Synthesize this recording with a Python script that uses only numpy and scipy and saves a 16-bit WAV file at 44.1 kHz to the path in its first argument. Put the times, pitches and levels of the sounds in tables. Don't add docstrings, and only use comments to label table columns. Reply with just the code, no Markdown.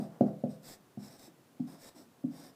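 import sys
import numpy as np
from scipy import signal
from scipy.fft import rfft, irfft, next_fast_len
from scipy.io import wavfile

SR = 44100
rng = np.random.default_rng(int(sys.argv[2]) if len(sys.argv) > 2 else 0)


def unload_audio(sound):
    columns = np.transpose(np.atleast_2d(sound))
    steps = np.round(np.clip(columns, -1, 1) * 32767)
    wavfile.write(sys.argv[1], SR, steps.astype(np.int16))


N = 112454
LEAD = SR // 4

# (frequency [Hz], relative level [dB])
FELT_HISS = [(500, -1), (1200, -12), (1700, -3.5), (2250, -5.5), (3000, -14), (3750, -1), (4350, -6.5),
             (4900, -1.5), (5450, -0.5), (6400, -9.5), (8800, -8), (10400, -12), (11700, -5),
             (13100, -16.5), (14400, -5.5), (15500, -16.5)]


def amp(db):
    return 10 ** (np.asarray(db) / 20)


def unit(x):
    return x / np.sqrt(np.mean(x ** 2) + 1e-20)


def read(points, hz):
    f, value = np.transpose(points)
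    return np.interp(np.log(hz + 1), np.log(f), value)


def colour(x, db_at):
    size = next_fast_len(len(x) + 2048)
    gain = amp(db_at(np.fft.rfftfreq(size, 1 / SR)))
    return irfft(rfft(x, size) * gain, size)[:len(x)]


def coloured_noise(size, points):
    return unit(colour(rng.standard_normal(size), lambda hz: read(points, hz)))


def add(track, s, sound):
    part = track[LEAD + round(s * SR):][:len(sound)]
    part += sound[:len(part)]


def room(x):
    # (frequency [Hz], time to fall by 60 dB [s])
    decay = [(100, 0.52), (260, 0.39), (700, 0.52), (2000, 0.19), (6000, 0.12), (15000, 0.085)]
    delay_s, spacing = 0.007, 20
    at = np.arange(0, SR - spacing, spacing)
    taps = np.zeros(SR)
    taps[at + rng.integers(0, spacing, len(at))] = rng.choice([-1., 1.], len(at))
    hz, t, spectrum = signal.stft(taps, SR, nperseg=512)
    t60 = read(decay, hz)[:, None]
    fade = 1000 ** (-t / t60)
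    level = np.sqrt(2 * np.log(1000) / t60 / len(at))
    tail = signal.istft(spectrum * fade * level, SR)[1]
    delayed_tail = np.pad(tail, (round(delay_s * SR), 0))
    return signal.fftconvolve(x, delayed_tail)[:len(x)]


def still_room():
    # (frequency [Hz], relative level [dB])
    murk_colour = [(20, -21), (60, -15.5), (130, 7.5), (280, 8.5), (450, 3), (700, -1), (1100, -4),
                   (2200, -11.5), (5000, -15), (9000, -17), (15500, -18.5)]
    level_db = -63.5
    return amp(level_db) * coloured_noise(LEAD + N, murk_colour)


def friction(size):
    catches_per_s, catch_share = 2500, 0.36
    flicker_db, flicker_hz = 0.56, 90
    catches = rng.standard_normal(size) * (rng.random(size) < catches_per_s / SR)
    grip = unit(colour(rng.standard_normal(size), lambda hz: -20 * np.log10(1 + (hz / flicker_hz) ** 2)))
    smooth = np.sqrt(1 - catch_share) * rng.standard_normal(size)
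    rub = smooth + np.sqrt(catch_share) * unit(catches)
    return rub * amp(flicker_db * grip)


def tip_db(hz, lower_hz, upper_hz):
    lower_db, lower_width_hz = 4.5, 240
    upper_db, upper_width_hz = 7.5, 780
    ripple_db, ripple_hz = 3, 89.9
    lower_ring = lower_db * np.exp(-((hz - lower_hz) / lower_width_hz) ** 2)
    upper_ring = upper_db * np.exp(-((hz - upper_hz) / upper_width_hz) ** 2)
    points = rng.standard_normal(size=1024)
    ripple = ripple_db * np.interp(hz / ripple_hz, np.arange(len(points)), points)
    return read(FELT_HISS, hz) + lower_ring + upper_ring + ripple


def strokes():
    # (start [s], length [s], hiss level [dB], board drone level [dB],
    # fastest point [share of length, held to 0.05-0.95], lower tip ring [Hz], upper tip ring [Hz])
    pen_strokes = [(-0.04, 0.12, -64, -52, 0.38, 5000, 8200), (0.08, 0.15, -86, -58, 0.41, 5000, 8000),
                   (0.257, 0.044, -71.5, -52, 0.34, 5000, 8220),
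                   (0.487, 0.087, -65.5, -64, 0.21, 5110, 8300), (0.623, .142, -53, -57, 0.54, 4900, 7700),
                   (0.983, 0.13, -59.5, -57.5, 0.65, 5300, 7750),
                   (1.096, 0.085, -61, -60.5, 0.36, 5530, 8360), (1.169, 0.12, -59, -59, 0.72, 5300, 8100),
                   (1.667, 0.13, -63, -55.5, 0.15, 5100, 8400), (1.778, 0.12, -55.5, -57.5, 1, 5260, 7900),
                   (1.946, 0.11, -62.5, -59, 0.2, 5300, 8000), (2.296, 0.22, -60, -55.5, 0.64, 5300, 8500)]
    # (frequency [Hz], relative level [dB])
    drone_colour = [(30, -43), (70, -32), (140, -7), (270, 4.5), (420, -4), (680, 0), (1000, -10),
                    (1600, -17.5), (3000, -36.5)]
    # (time [s], level [dB])
    snags = [(1.195, -50), (1.602, -59), (1.855, -62)]
    speed_power = 0.77
    snag_s, wet_db = 0.0017, -8
    out, t = np.zeros(LEAD + N), np.arange(SR // 3) / SR
    for s, length, hiss_db, drone_db, fastest, lower_hz, upper_hz in pen_strokes:
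        peak_at = np.clip(fastest, 0.05, 0.95)
        progress = np.interp(t / length, [0, peak_at, 1], [0, 0.5, 1])
        speed = abs(np.sin(np.pi * progress)) ** speed_power
        hiss = unit(colour(friction(len(t)), lambda hz: tip_db(hz, lower_hz, upper_hz)))
        drone = unit(colour(friction(len(t)), lambda hz: read(drone_colour, hz)))
        add(out, s, speed * (amp(hiss_db) * hiss + amp(drone_db) * drone))
    for s, db in snags:
        add(out, s, amp(db) * np.exp(-t / snag_s) * coloured_noise(len(t), FELT_HISS))
    return out + amp(wet_db) * room(out)


def wavelet(t, hz, swell_ms):
    peak_s = 2 * swell_ms / 1000
    u = np.maximum(t, 0) / peak_s
    outline = (u * np.exp(1 - u)) ** 2
    return outline * np.sin(2 * np.pi * hz * (t - peak_s))


def boom(x):
    # (frequency [Hz], gain at that frequency [dB], 60 dB decay [s])
    standing_waves = [(135.86, 12.5, 0.49), (161.5, 14.5, 0.52), (203.3, 15.5, 0.39), (243.2, 11.5, 0.27),
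                      (279, -3.5, 0.9), (300.8, 3.5, 0.29), (366, -0.8, 0.96), (374.7, 15.5, 0.28),
                      (448.4, 0.5, 0.24), (508.4, 5.5, 0.57), (559.6, 6, 0.077), (613, -0.5, 0.19),
                      (654.4, 8, 0.52), (705, 9, 0.11), (809, 5.5, .25)]
    # (delay [s], gain [factor])
    reflections = [(0.0258, 0.25), (0.0356, 0.14), (0.071, 0.071)]
    t = np.arange(SR) / SR
    ring = np.zeros(SR)
    for hz, db, t60 in standing_waves:
        level = amp(db) * 2 * np.log(1000) / t60 / SR
        ring += level * 1000 ** (-t / t60) * np.cos(2 * np.pi * hz * t)
    echoes = sum(gain * np.pad(x, (round(delay * SR), 0))[:len(x)] for delay, gain in reflections)
    return x + echoes + signal.fftconvolve(x, ring)[:len(x)]


def knocks():
    # (time [s], thud level [dB], thud pitch [Hz],
    # half the thud's swell time [ms], push level [dB], clack level [dB], clack pitch [Hz])
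    touch_downs = [(-0.035, -25.5, 245, 1.8, -32, -24.5, 667), (0.2068, -18, 256.3, 1.794, -26.5, -17, 610),
                   (0.4355, -27, 234.5, 2.16, -36, -25.5, 547), (0.9719, -33, 190.5, 1.81, -38.5, -46, 710),
                   (1.275, -55, 324.7, 6, -64, -56, 633), (1.595, -32, 266.8, 5.76, -40, -46, 780),
                   (1.958, -51.5, 290, 3.66, -66, -62, 620), (2.237, -29, 270.9, 5.95, -39.5, -43.5, 557)]
    # (frequency [Hz], relative level [dB])
    tick_colour = [(100, 4), (1300, -1), (2200, -14), (5500, -17), (8000, -31), (15000, -37.5)]
    push_hz, push_swell_ms = 170.3, 3.185
    clack_swell_ms, clack_lag_s = 0.72, 0.001713
    tick_db, tick_s = -33, 0.01
    low_hz, top_hz, wet_db = 101, 727, -2.5
    blows, ticks = np.zeros(LEAD + N), np.zeros(LEAD + N)
    t = np.arange(SR // 8) / SR
    for s, thud_db, thud_hz, swell_ms, push_db, clack_db, clack_hz in touch_downs:
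        thud = amp(thud_db) * wavelet(t, thud_hz, swell_ms)
        push = amp(push_db) * wavelet(t, push_hz, push_swell_ms)
        clack = amp(clack_db) * wavelet(t - clack_lag_s, clack_hz, clack_swell_ms)
        add(blows, s, thud + push + clack)
        tick = coloured_noise(len(t), tick_colour) * np.exp(-t / tick_s)
        add(ticks, s + clack_lag_s, amp(clack_db + tick_db) * tick)
    band = signal.butter(4, [low_hz, top_hz], "bandpass", fs=SR, output="sos")
    impacts = signal.sosfilt(band, blows) + ticks
    return boom(impacts) + amp(wet_db) * room(impacts)


def scene():
    return (still_room() + strokes() + knocks())[None, LEAD:]


def record(dry):
    cutoff_hz = 15550
    low_pass = signal.firwin(511, cutoff_hz, window=("kaiser", 9), fs=SR)
    return signal.oaconvolve(dry, low_pass[None], "same")


dry = scene()
out = record(dry)
unload_audio(out)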